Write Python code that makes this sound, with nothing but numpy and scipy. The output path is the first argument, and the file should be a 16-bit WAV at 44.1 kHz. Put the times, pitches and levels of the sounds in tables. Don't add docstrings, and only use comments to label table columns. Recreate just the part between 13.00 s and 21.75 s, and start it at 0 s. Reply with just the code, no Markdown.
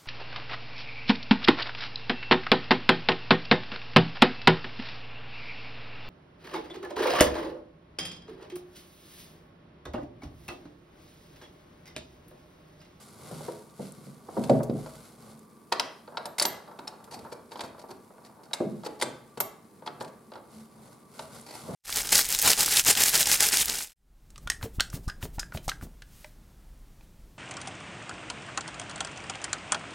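import sys
import numpy as np
from scipy import signal
from scipy.fft import rfft, irfft
from scipy.io import wavfile
from scipy.ndimage import uniform_filter1d

SR = 44100
rng = np.random.default_rng(int(sys.argv[2]) if len(sys.argv) > 2 else 0)


def dump(signal):
    limited = np.clip(np.atleast_2d(signal).T, -1, 1)
    pcm = np.round(limited * 32767).astype(np.int16)
    wavfile.write(sys.argv[1], SR, pcm)


N = 385875
TIME_S = np.arange(N) / SR
BIN_HZ = np.maximum(np.fft.rfftfreq(N, 1 / SR), 1)
PIVOT_HZ = 2000
CONTACT_RISE_S, STEEL_SCATTER_DB = .0008, 2.5


def from_db(db):
    return 10 ** (np.asarray(db) / 20)


def unit_rms(x):
    return x / np.sqrt(np.mean(x ** 2) + 1e-20)


def at_hz(points, hz):
    freq_hz, value = np.transpose(points)
    return np.interp(np.log(hz), np.log(freq_hz), value)


def band_centres(edges_hz):
    return np.sqrt(np.multiply(edges_hz[:-1], edges_hz[1:]))


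def band_of(edges_hz, hz):
    return int(np.searchsorted(edges_hz[1:-1], hz))


def butterworth(x, kind, cutoff_hz, order=2):
    return signal.sosfilt(signal.butter(order, cutoff_hz, kind, fs=SR, output="sos"), x)


def swell(peak_s, half_s, level_db):
    return from_db(level_db) * np.exp(-((TIME_S - peak_s) / half_s) ** 2)


def smooth_noise(window_samples):
    return unit_rms(uniform_filter1d(rng.standard_normal(N), size=window_samples))


# freq_hz, correlation
LIKENESS = [(100, 0.96), (500, 0.8), (1100, 0.55), (2500, 0.72), (5000, 0.78), (9000, 0.26), (14000, 0.1)]
def stereo_noise(gain):
    alike = at_hz(LIKENESS, BIN_HZ)
    mid, side = rfft(rng.standard_normal((2, N)))
    spectrum = np.sqrt(1 + alike) * mid + np.sqrt(1 - alike) * side * [[1], [-1]]
    return unit_rms(irfft(gain * spectrum, N))


def coloured_noise(colour):
    return stereo_noise(from_db(at_hz(colour, BIN_HZ)))


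def resonator(drive, hz, t60_s):
    radius, angle = from_db(-60 / (t60_s * SR)), 2 * np.pi * hz / SR
    return signal.lfilter([0, np.sin(angle)], [1, -2 * radius * np.cos(angle), radius ** 2], drive)


def blow_envelope(t, rise_s, t60_s):
    return (1 - np.exp(-t / rise_s)) * from_db(-60 * t / t60_s)


def dense_modes(times_s, bands_db, edges_hz, colour, t60s_s, rise_s):
    starts, rises_s = (times_s * SR).astype(int), np.broadcast_to(rise_s, len(times_s))
    out = 0
    for low_hz, high_hz, levels_db, t60_s in zip(edges_hz, edges_hz[1:], bands_db, t60s_s):
        band = 1 / np.sqrt((1 + (low_hz / BIN_HZ) ** 12) * (1 + (BIN_HZ / high_hz) ** 12))
        t, power = TIME_S[:int(min(t60_s, 1) * SR)], np.zeros(N + SR)
        for start, height, rise in zip(starts, from_db(levels_db), rises_s):
            power[start:start + len(t)] += (height * blow_envelope(t, rise, t60_s)) ** 2
        out = out + np.sqrt(power[:N]) * stereo_noise(band * from_db(at_hz(colour, BIN_HZ)))
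    return out


def clear_modes(modes, times_s, force_db_at, detune, scatter_db=STEEL_SCATTER_DB, rise_s=1 / SR):
    starts, rises_s = (times_s * SR).astype(int), np.broadcast_to(rise_s, len(times_s))
    out = np.zeros(N + SR)
    for hz, level_db, t60_s in modes:
        t = TIME_S[:int(min(t60_s, 1) * SR)]
        polarity, strength, shift = rng.standard_normal((len(times_s), 3)).T
        heights = np.sign(polarity) * from_db(force_db_at(hz) + level_db + scatter_db * strength)
        for start, height, pitch_hz, rise in zip(starts, heights, hz * (1 + detune * shift), rises_s):
            envelope = height * blow_envelope(t, rise, t60_s)
            out[start:start + len(t)] += envelope * np.sin(2 * np.pi * pitch_hz * t)
    return out[:N]


# freq_hz, gain_db
ROOM_COLOUR = [(15, -48), (25, -20), (82, -16), (145, -11), (223, -1), (263, -8.5), (463, -8.5),
               (607, -26.5), (1130, -15.5), (1230, -27), (2550, -32), (3430, -59.5), (5570, -51),
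               (9570, -31), (16000, -37.5)]
def room_noise(level_db, whirr_hz, whirr_width_hz, whirr_db):
    whirr = stereo_noise(1 / (1 + ((BIN_HZ - whirr_hz) / whirr_width_hz) ** 2))
    return from_db(level_db) * coloured_noise(ROOM_COLOUR) + from_db(whirr_db) * whirr


# freq_hz, t60_s
GARAGE_DECAY = [(60, 2.0), (130, 0.5), (300, 0.48), (1000, 0.53), (2800, 0.52), (7000, 0.41), (14000, 0.27)]
# freq_hz, gain_db
GARAGE_COLOUR = [(60, 0), (200, 1.5), (500, -2), (1000, -2), (2000, -3), (4500, -10.5), (8000, -11),
                 (14000, -11)]
def garage_echo(x, rise_s):
    noise = rfft(stereo_noise(gain=1)[:, :SR])
    hz = np.maximum(np.fft.rfftfreq(SR, 1 / SR), 1)
    response = 0
    for centre_hz in 31.25 * 2. ** np.arange(10):
        share = np.maximum(1 - np.abs(np.log2(hz / centre_hz)), 0)
        octave = irfft(noise * share * from_db(at_hz(GARAGE_COLOUR, hz)), SR)
        decay = blow_envelope(TIME_S[:SR], rise_s, at_hz(GARAGE_DECAY, centre_hz))
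        response = response + octave * decay / np.sqrt(np.sum(decay ** 2))
    return signal.fftconvolve(x.mean(axis=0)[None], response, axes=1)[:, :N]


# peak_s, half_length_s, level_db
HUM_SWELLS = [(2.354, 0.15, -54.5), (7.595, 0.057, -46.5), (7.797, 0.042, -51)]
def hum(pitch_hz, waver_hz):
    envelope = sum(swell(*row) for row in HUM_SWELLS)
    drift_cycles = np.cumsum(waver_hz * smooth_noise(900)) / SR
    return envelope * np.sqrt(2) * np.sin(2 * np.pi * (pitch_hz * TIME_S + drift_cycles))


# freq_hz, gain_db
SWISH_COLOUR = [(880, -9.5), (1500, -1.5), (1690, -17.5), (2140, -5.5), (2410, -14), (4500, -7.5),
                (5940, -11.5), (10300, -7), (13100, -15.5), (16000, -30)]
# freq_hz, gain_db
RUB_COLOUR = [(35, -41), (60, -12), (156, 5), (186, -4.5), (231, 3), (280, -10), (489, -4.5), (759, -7.5),
              (1060, -10.5), (2000, -33), (2600, -49), (4400, -120)]
# peak_s, half_length_s, swish_db, rub_db
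SLEEVE_MOVES = [(0, 0.097, -56.5, -72), (0.379, 0.2, -51, -48), (0.83, 0.062, -56, -71),
                (1.006, 0.19, -62, -67), (1.45, 0.13, -53, -44.5), (1.808, 0.063, -56, -58),
                (1.996, 0.15, -57.5, -61), (2.286, 0.088, -60.5, -55), (4.22, 0.09, -70, -51.5),
                (4.63, 0.13, -77, -67), (5.767, 0.2, -69.5, -60), (7.046, 0.1, -93, -55),
                (7.563, 0.066, -59.5, -60), (7.874, 0.11, -66, -56.5), (8.215, 0.07, -52, -56),
                (8.374, 0.059, -52, -52.5), (8.584, 0.098, -50, -84), (8.74, 0.08, -53.5, -38.5)]
def sleeves(rest_swish_db, rest_rub_db, grain, flutter_db):
    swish = from_db(rest_swish_db) + sum(swell(s, half_s, db) for s, half_s, db, _ in SLEEVE_MOVES)
    rub = from_db(rest_rub_db) + sum(swell(s, half_s, db) for s, half_s, _, db in SLEEVE_MOVES)
    fibres = unit_rms(np.exp(grain * smooth_noise(60)))
    folds = from_db(flutter_db * smooth_noise(1200))
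    return swish * fibres * folds * coloured_noise(SWISH_COLOUR) + rub * coloured_noise(RUB_COLOUR)


TICK_EDGES_HZ = [6500, 14500]
# start_s, level_db
TICKS = [(0.921, -36), (2.392, -46), (8.403, -48), (8.412, -37.5), (8.55, -34.5)]
def ticks():
    times_s, level_db = np.transpose(TICKS)
    return dense_modes(times_s, [level_db], TICK_EDGES_HZ, SWISH_COLOUR, [.015], CONTACT_RISE_S)


# freq_hz, gain_db
THUD_COLOUR = [(80, -66), (130, 5.5), (330, 6), (550, 12), (750, 4), (950, -2.5), (1600, -7.5)]
KNOCK_EDGES_HZ = [80, 280, 750, 1600]
# pitch_hz, gain_db, t60_s
KNOCK_MODES = [(54, -10, .8), (126, -6, .45), (152, -1, .28), (205, -1, .22), (237, -1, .25), (255, 1, .24),
               (324, 2, .17), (374, -4, .1), (422, -1, .22), (498, 2, .13), (541, 1, .14), (647, -4, .16),
               (714, -5, .16), (764, -7, .15), (937, 5, .11)]
# start_s, level_db, register_hz, rise_s, note_db
KNOCKS = [(0.312, -41, 480, 0.00033, -41.5), (0.32, -43, 157, 0.007, -30.5), (0.404, -43, 543, 0.002, -43),
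          (0.482, -34, 595, 0.00083, -54), (0.522, -54, 520, .003, -55), (0.794, -34, 292, 0.00082, -43),
          (0.822, -45, 192, 0.0026, -37), (0.976, -46, 160, .003, -45), (1.069, -43, 173, 0.0011, -40.5),
          (1.285, -40, 660, 0.0014, -48), (1.367, -28, 606, 0.0025, -46), (1.377, -24.5, 204, .003, -40),
          (1.435, -43, 484, .003, -44), (1.495, -15, 292, 0.00021, -29), (1.515, -22.5, 280, 0.0011, -23),
          (1.545, -36, 540, .002, -36), (1.565, -38, 232, 0.0025, -24.5), (1.602, -31.5, 656, 0.00052, -37),
          (1.696, -26.5, 255, .0003, -30.5), (1.746, -37, 251, 0.0028, -34), (1.785, -50, 694, .003, -40.5),
          (1.86, -44, 630, 0.0029, -42), (5.602, -25.5, 353, 0.0019, -24), (5.635, -44, 418.6, 0.0038, -21),
          (5.661, -35, 205.4, 0.0035, -28), (5.715, -42, 206, 0.0063, -32),
          (6.021, -33, 380, 0.00077, -34.5), (6.068, -37.5, 373, .004, -41),
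          (8.686, -37.5, 302, 0.0008, -58)]
def suspension_knocks(off_register_db):
    times_s, level_db, register_hz, rise_s, note_db = np.transpose(KNOCKS)
    bands_db = [level_db - off_register_db * np.log2(hz / register_hz) ** 2
                for hz in band_centres(KNOCK_EDGES_HZ)]
    thud = dense_modes(times_s, bands_db, KNOCK_EDGES_HZ, THUD_COLOUR, [.11, .09, .08], rise_s)
    modes = clear_modes(KNOCK_MODES, times_s, lambda hz: bands_db[band_of(KNOCK_EDGES_HZ, hz)],
                        detune=.0035, scatter_db=1, rise_s=rise_s)
    note_t60_s = .15
    notes = sum(clear_modes([(hz, db, note_t60_s)], np.array([s]), lambda _: 0, detune=0, rise_s=rise)
                for s, hz, rise, db in zip(times_s, register_hz, rise_s, note_db))
    knocks = from_db(3.5) * thud + from_db(-5.5) * modes + notes
    return butterworth(knocks, "band", [120, 1400])


# pitch_hz, gain_db, t60_s
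GRIPPED_MODES = [(865, 2, .05), (935, 2, .06), (1380, -4, .04), (2100, -12, .035), (2570, -9, .028),
                 (3060, -11, .028), (3420, -9, .022), (3830, -8, .028), (4420, -2, .018), (4680, -4, .014),
                 (5260, -9, .016), (10050, -6, .022)]
# pitch_hz, gain_db, t60_s
SOCKET_MODES = [(12440, -12, .1), (12840, -4, .17), (12905, -3, .2), (12940, -2, .22), (12975, -5, .2),
                (13120, -6, .13), (13370, -13, .12)]
# freq_hz, gain_db
SCRAPE_COLOUR = [(50, -27), (150, -10), (300, 9), (800, 9), (1300, -10), (2000, 0.5), (3300, -8),
                 (4100, -0.5), (4500, 7), (4850, -1), (5250, 0.5), (5800, -4.5), (10000, -4), (11500, -15),
                 (13000, -11), (16000, -39)]
# start_s, length_s, level_db
SLIDES = [(4.109, 0.075, -46), (4.141, 0.059, -43.5), (4.315, 0.03, -49), (4.506, 0.092, -50),
          (4.599, 0.092, -49.5), (4.778, 0.051, -53.5), (4.885, 0.048, -48.5), (5.238, 0.047, -53.5),
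          (5.43, .03, -52.5), (5.84, 0.039, -43), (5.991, 0.059, -39), (6.851, 0.034, -49),
          (7.001, 0.026, -46), (8.449, 0.13, -50)]
def sliding_steel(slips_per_s, slip_t60_s, spread_db, squeal_db, shimmer_db):
    pressure = np.zeros(N)
    for start_s, length_s, level_db in SLIDES:
        along = np.clip((TIME_S - start_s) / length_s, 0, 1)
        pressure += from_db(level_db) * np.sqrt(4 * along * (1 - along))
    slips = (rng.random(N) < slips_per_s / SR) * from_db(spread_db * rng.standard_normal(N))
    power_decay = from_db(-120 / (slip_t60_s * SR))
    slip_power = signal.lfilter([1], [1, -power_decay], slips ** 2 + 1e-18)
    scrape = unit_rms(np.sqrt(slip_power)) * coloured_noise(SCRAPE_COLOUR)
    squeal = unit_rms(sum(from_db(db) * resonator(slips, hz, t60) for hz, db, t60 in GRIPPED_MODES))
    shimmer = unit_rms(sum(from_db(db) * resonator(slips, hz, t60) for hz, db, t60 in SOCKET_MODES))
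    return pressure * (scrape + from_db(squeal_db) * squeal + from_db(shimmer_db) * shimmer)


def favoured_modes(times_s, pitches_hz, levels_db, pivot_t60_s=.028, damping=.075):
    out = 0
    for start_s, hz, level_db in zip(times_s, pitches_hz, levels_db):
        click = np.full(N, 1e-18)
        click[round(start_s * SR)] = from_db(level_db)
        out = out + resonator(click, hz, pivot_t60_s * (PIVOT_HZ / hz) ** damping)
    return out


# freq_hz, gain_db
STEEL_COLOUR = [(200, 2), (450, 10.5), (900, 7), (1250, 3), (1900, -3.5), (3000, -5), (3800, -0.5),
                (4600, -2), (5900, -12), (8800, -11.5), (10000, -14.5), (11500, -23.5), (13000, -21.5),
                (16000, -34)]
# pitch_hz, gain_db, t60_s
WRENCH_MODES = [(1427, -3, .2), (2137, -6, .17), (3391, -14, .07), (3817, -9, .09), (8040, 1, .22),
                (8240, 2, .22), (8330, 2, .18), (10060, -8, .14)]
SIZZLE_EDGES_HZ = [12200, 13800]
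# start_s, snap_db, wrench_db, socket_db, sizzle_db, lower_hz, lower_db, upper_hz, upper_db
HARD_CONTACTS = [(2.723, -14.5, -74, -80, -75, 930, -25, 4490, -18),
                 (2.797, -12.5, -76, -82, -72, 2640, -36, 5030, -26),
                 (3.256, -52, -74, -50, -60, 5270, -35.5, 9900, -33),
                 (3.398, -30, -73, -52, -52, 4570, -16, 5170, -18),
                 (3.422, -39, -65, -52.5, -48, 4600, -16.5, 9800, -17.5),
                 (3.453, -13.5, -67.5, -30.5, -39, 4480, -27, 5180, -34),
                 (3.878, -33, -80, -72, -68, 3750, -42, 5350, -28),
                 (5.533, -40, -79, -63.5, -68, 3840, -19.5, 5130, -25.5),
                 (6.023, -35, -46, -66, -58, 2064, -21, 10000, -23.5),
                 (6.403, -41, -69, -47, -26, 1440, -28.5, 12900, -13.5),
                 (6.875, -57, -81, -85, -86, 910, -34, 3340, -33.5)]
def free_rings():
    (times_s, _, wrench_db, socket_db, sizzle_db,
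     lower_hz, lower_db, upper_hz, upper_db) = np.transpose(HARD_CONTACTS)
    wrench = clear_modes(WRENCH_MODES, times_s, lambda _: wrench_db, detune=.0024)
    clash = favoured_modes(times_s, lower_hz, lower_db) + favoured_modes(times_s, upper_hz, upper_db)
    socket = clear_modes(SOCKET_MODES, times_s, lambda _: socket_db, detune=.00084)
    hiss = dense_modes(times_s, [sizzle_db], SIZZLE_EDGES_HZ, STEEL_COLOUR, [.2], CONTACT_RISE_S)
    sizzle = butterworth(hiss, "band", SIZZLE_EDGES_HZ)
    pan_right = from_db([[-1], [1]])
    return wrench + clash + (socket + sizzle) * pan_right


SNAP_EDGES_HZ = [900, 16000]
# freq_hz, gain_db
SNAP_COLOUR = [(900, -8), (5000, 13), (8000, -5.5), (16000, -13)]
def snaps(t60_s):
    times_s, snap_db = np.transpose(HARD_CONTACTS)[:2]
    return dense_modes(times_s, [snap_db], SNAP_EDGES_HZ, SNAP_COLOUR, [t60_s], CONTACT_RISE_S)


# start_s, end_s, mean_db
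RATTLES = [(3.079, 3.331, -43), (3.465, 3.62, -46), (3.664, 4.091, -50), (4.102, 4.42, -51.5),
           (4.529, 4.945, -51.5), (5.108, 5.5, -52.5), (6.906, 7.094, -62)]
def light_taps(gap_s, jitter_s, spread_db, tilt_db_per_octave, limit_hz):
    taps = [(s, db) for start_s, end_s, db in RATTLES for s in np.arange(start_s, end_s, gap_s)]
    draws = rng.standard_normal((len(taps), 2))
    return [(s + jitter_s * late, db + spread_db * force, tilt_db_per_octave, limit_hz)
            for (s, db), (late, force) in zip(taps, draws)]


CLACK_EDGES_HZ = [130, 550, 1600, 6000, 11500, 16000]
# start_s, level_db, tilt_db_per_octave, limit_hz
CONTACTS = [(1.438, -43.5, 7.5, 6100), (1.496, -35, 5, 5400), (1.631, -53.5, 6.5, 15300),
            (1.697, -46, 9.5, 2980), (1.861, -48, -2, 11800), (2.719, -22.5, 6, 1900),
            (2.723, -22, 4, 4660), (2.797, -24, 3.5, 5640), (3.076, -43, 3.5, 2490),
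            (3.171, -23, 7.5, 2500), (3.256, -38, 0.5, 10000), (3.383, -30.5, 6, 7600),
            (3.397, -29.5, 6, 7900), (3.413, -28.5, 1.5, 6100), (3.423, -30.5, 9, 7400),
            (3.452, -28.5, 1, 16000), (3.678, -40, 3.5, 1700), (3.713, -38, 5.5, 1600),
            (3.789, -42.5, -0.5, 7240), (3.873, -44.5, 3.5, 7000), (3.876, -40, 2.5, 8000),
            (4.041, -54.5, 2.5, 11920), (4.249, -36, 4.5, 1407), (4.263, -37.5, 5, 1510),
            (4.321, -43, -2, 4130), (4.518, -41.5, 1, 5200), (4.557, -42.5, -1, 5430),
            (4.593, -37, 3, 3800), (4.607, -33.5, 4, 6340), (4.636, -44.5, -2.5, 11000),
            (4.781, -56.5, -3.5, 5000), (4.839, -49.5, -2.5, 1692), (4.891, -57, -5.5, 15900),
            (4.907, -55, -4.5, 5000), (5.511, -45.5, 0, 2800), (5.534, -30.5, 5.5, 7300),
            (5.834, -48, -2.5, 9000), (5.862, -37, -1, 7500), (6.013, -31, 7.5, 6200),
            (6.023, -26.5, 5, 6800), (6.374, -41.5, -2, 20200), (6.403, -29.5, 2, 20000),
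            (6.823, -49, -0.5, 2340), (6.864, -40, -0.5, 8000), (6.874, -34, 2, 4300),
            (7.008, -36.5, -1, 7060), (7.022, -57, 6, 12000), (7.046, -48.5, 0, 11800),
            (7.078, -56, 3, 9000), (7.319, -42, 1.5, 2500), (7.336, -42.5, 4.5, 2820),
            (7.356, -45, -2, 4200), (7.378, -52.5, 0, 3200), (8.192, -38, 2, 7200)]
def tool_contacts(loose_from_s, loose_until_s, ping_db):
    taps = light_taps(gap_s=.036, jitter_s=.011, spread_db=2.5, tilt_db_per_octave=2, limit_hz=1500)
    times_s, level_db, tilt_db_per_octave, limit_hz = np.transpose(list(CONTACTS) + taps)
    bands_db = []
    for hz in band_centres(CLACK_EDGES_HZ):
        treble_loss_db = 20 * np.log10(1 + (hz / limit_hz) ** 4)
        bands_db.append(level_db + tilt_db_per_octave * np.log2(hz / PIVOT_HZ) - treble_loss_db)
    clacks = dense_modes(times_s, bands_db, CLACK_EDGES_HZ, STEEL_COLOUR,
                         t60s_s=[.071, .12, .043, .055, .042], rise_s=.0014)
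    tones = clear_modes(GRIPPED_MODES, times_s, lambda hz: bands_db[band_of(CLACK_EDGES_HZ, hz)],
                        detune=.015)
    loose_s = np.array([s for s, *_ in CONTACTS if loose_from_s < s < loose_until_s])
    pings = clear_modes(SOCKET_MODES, loose_s, lambda _: ping_db, detune=.002)
    return from_db(.5) * clacks, from_db(-1.5) * tones + pings


def delay_right(x, lag_s):
    return irfft(rfft(x) * np.exp(-2j * np.pi * BIN_HZ * [[0], [lag_s]]), N)


def scene():
    clacks, tones = tool_contacts(loose_from_s=3.3, loose_until_s=5.5, ping_db=-69)
    steel = clacks + snaps(t60_s=.014)
    steel += sliding_steel(slips_per_s=120, slip_t60_s=.06, spread_db=3, squeal_db=-4, shimmer_db=-19)
    rings = butterworth(tones + free_rings(), "high", 420)
    knocks = suspension_knocks(off_register_db=4.5)
    close = sleeves(rest_swish_db=-67, rest_rub_db=-62.5, grain=.28, flutter_db=1)
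    close += ticks() + hum(pitch_hz=218, waver_hz=3.6)
    direct = delay_right(steel + rings + knocks, lag_s=12e-6)
    echo = garage_echo(steel + from_db(-14) * rings + from_db(-3) * knocks, rise_s=.0089)
    room = room_noise(level_db=-57, whirr_hz=1165, whirr_width_hz=23, whirr_db=-67.5)
    return direct + echo + close + room


def record(dry):
    thin = butterworth(dry, "high", 55, order=3)
    return signal.sosfilt(signal.ellip(10, .2, 80, 15900, fs=SR, output="sos"), thin)


dry = scene()
out = record(dry)
dump(out)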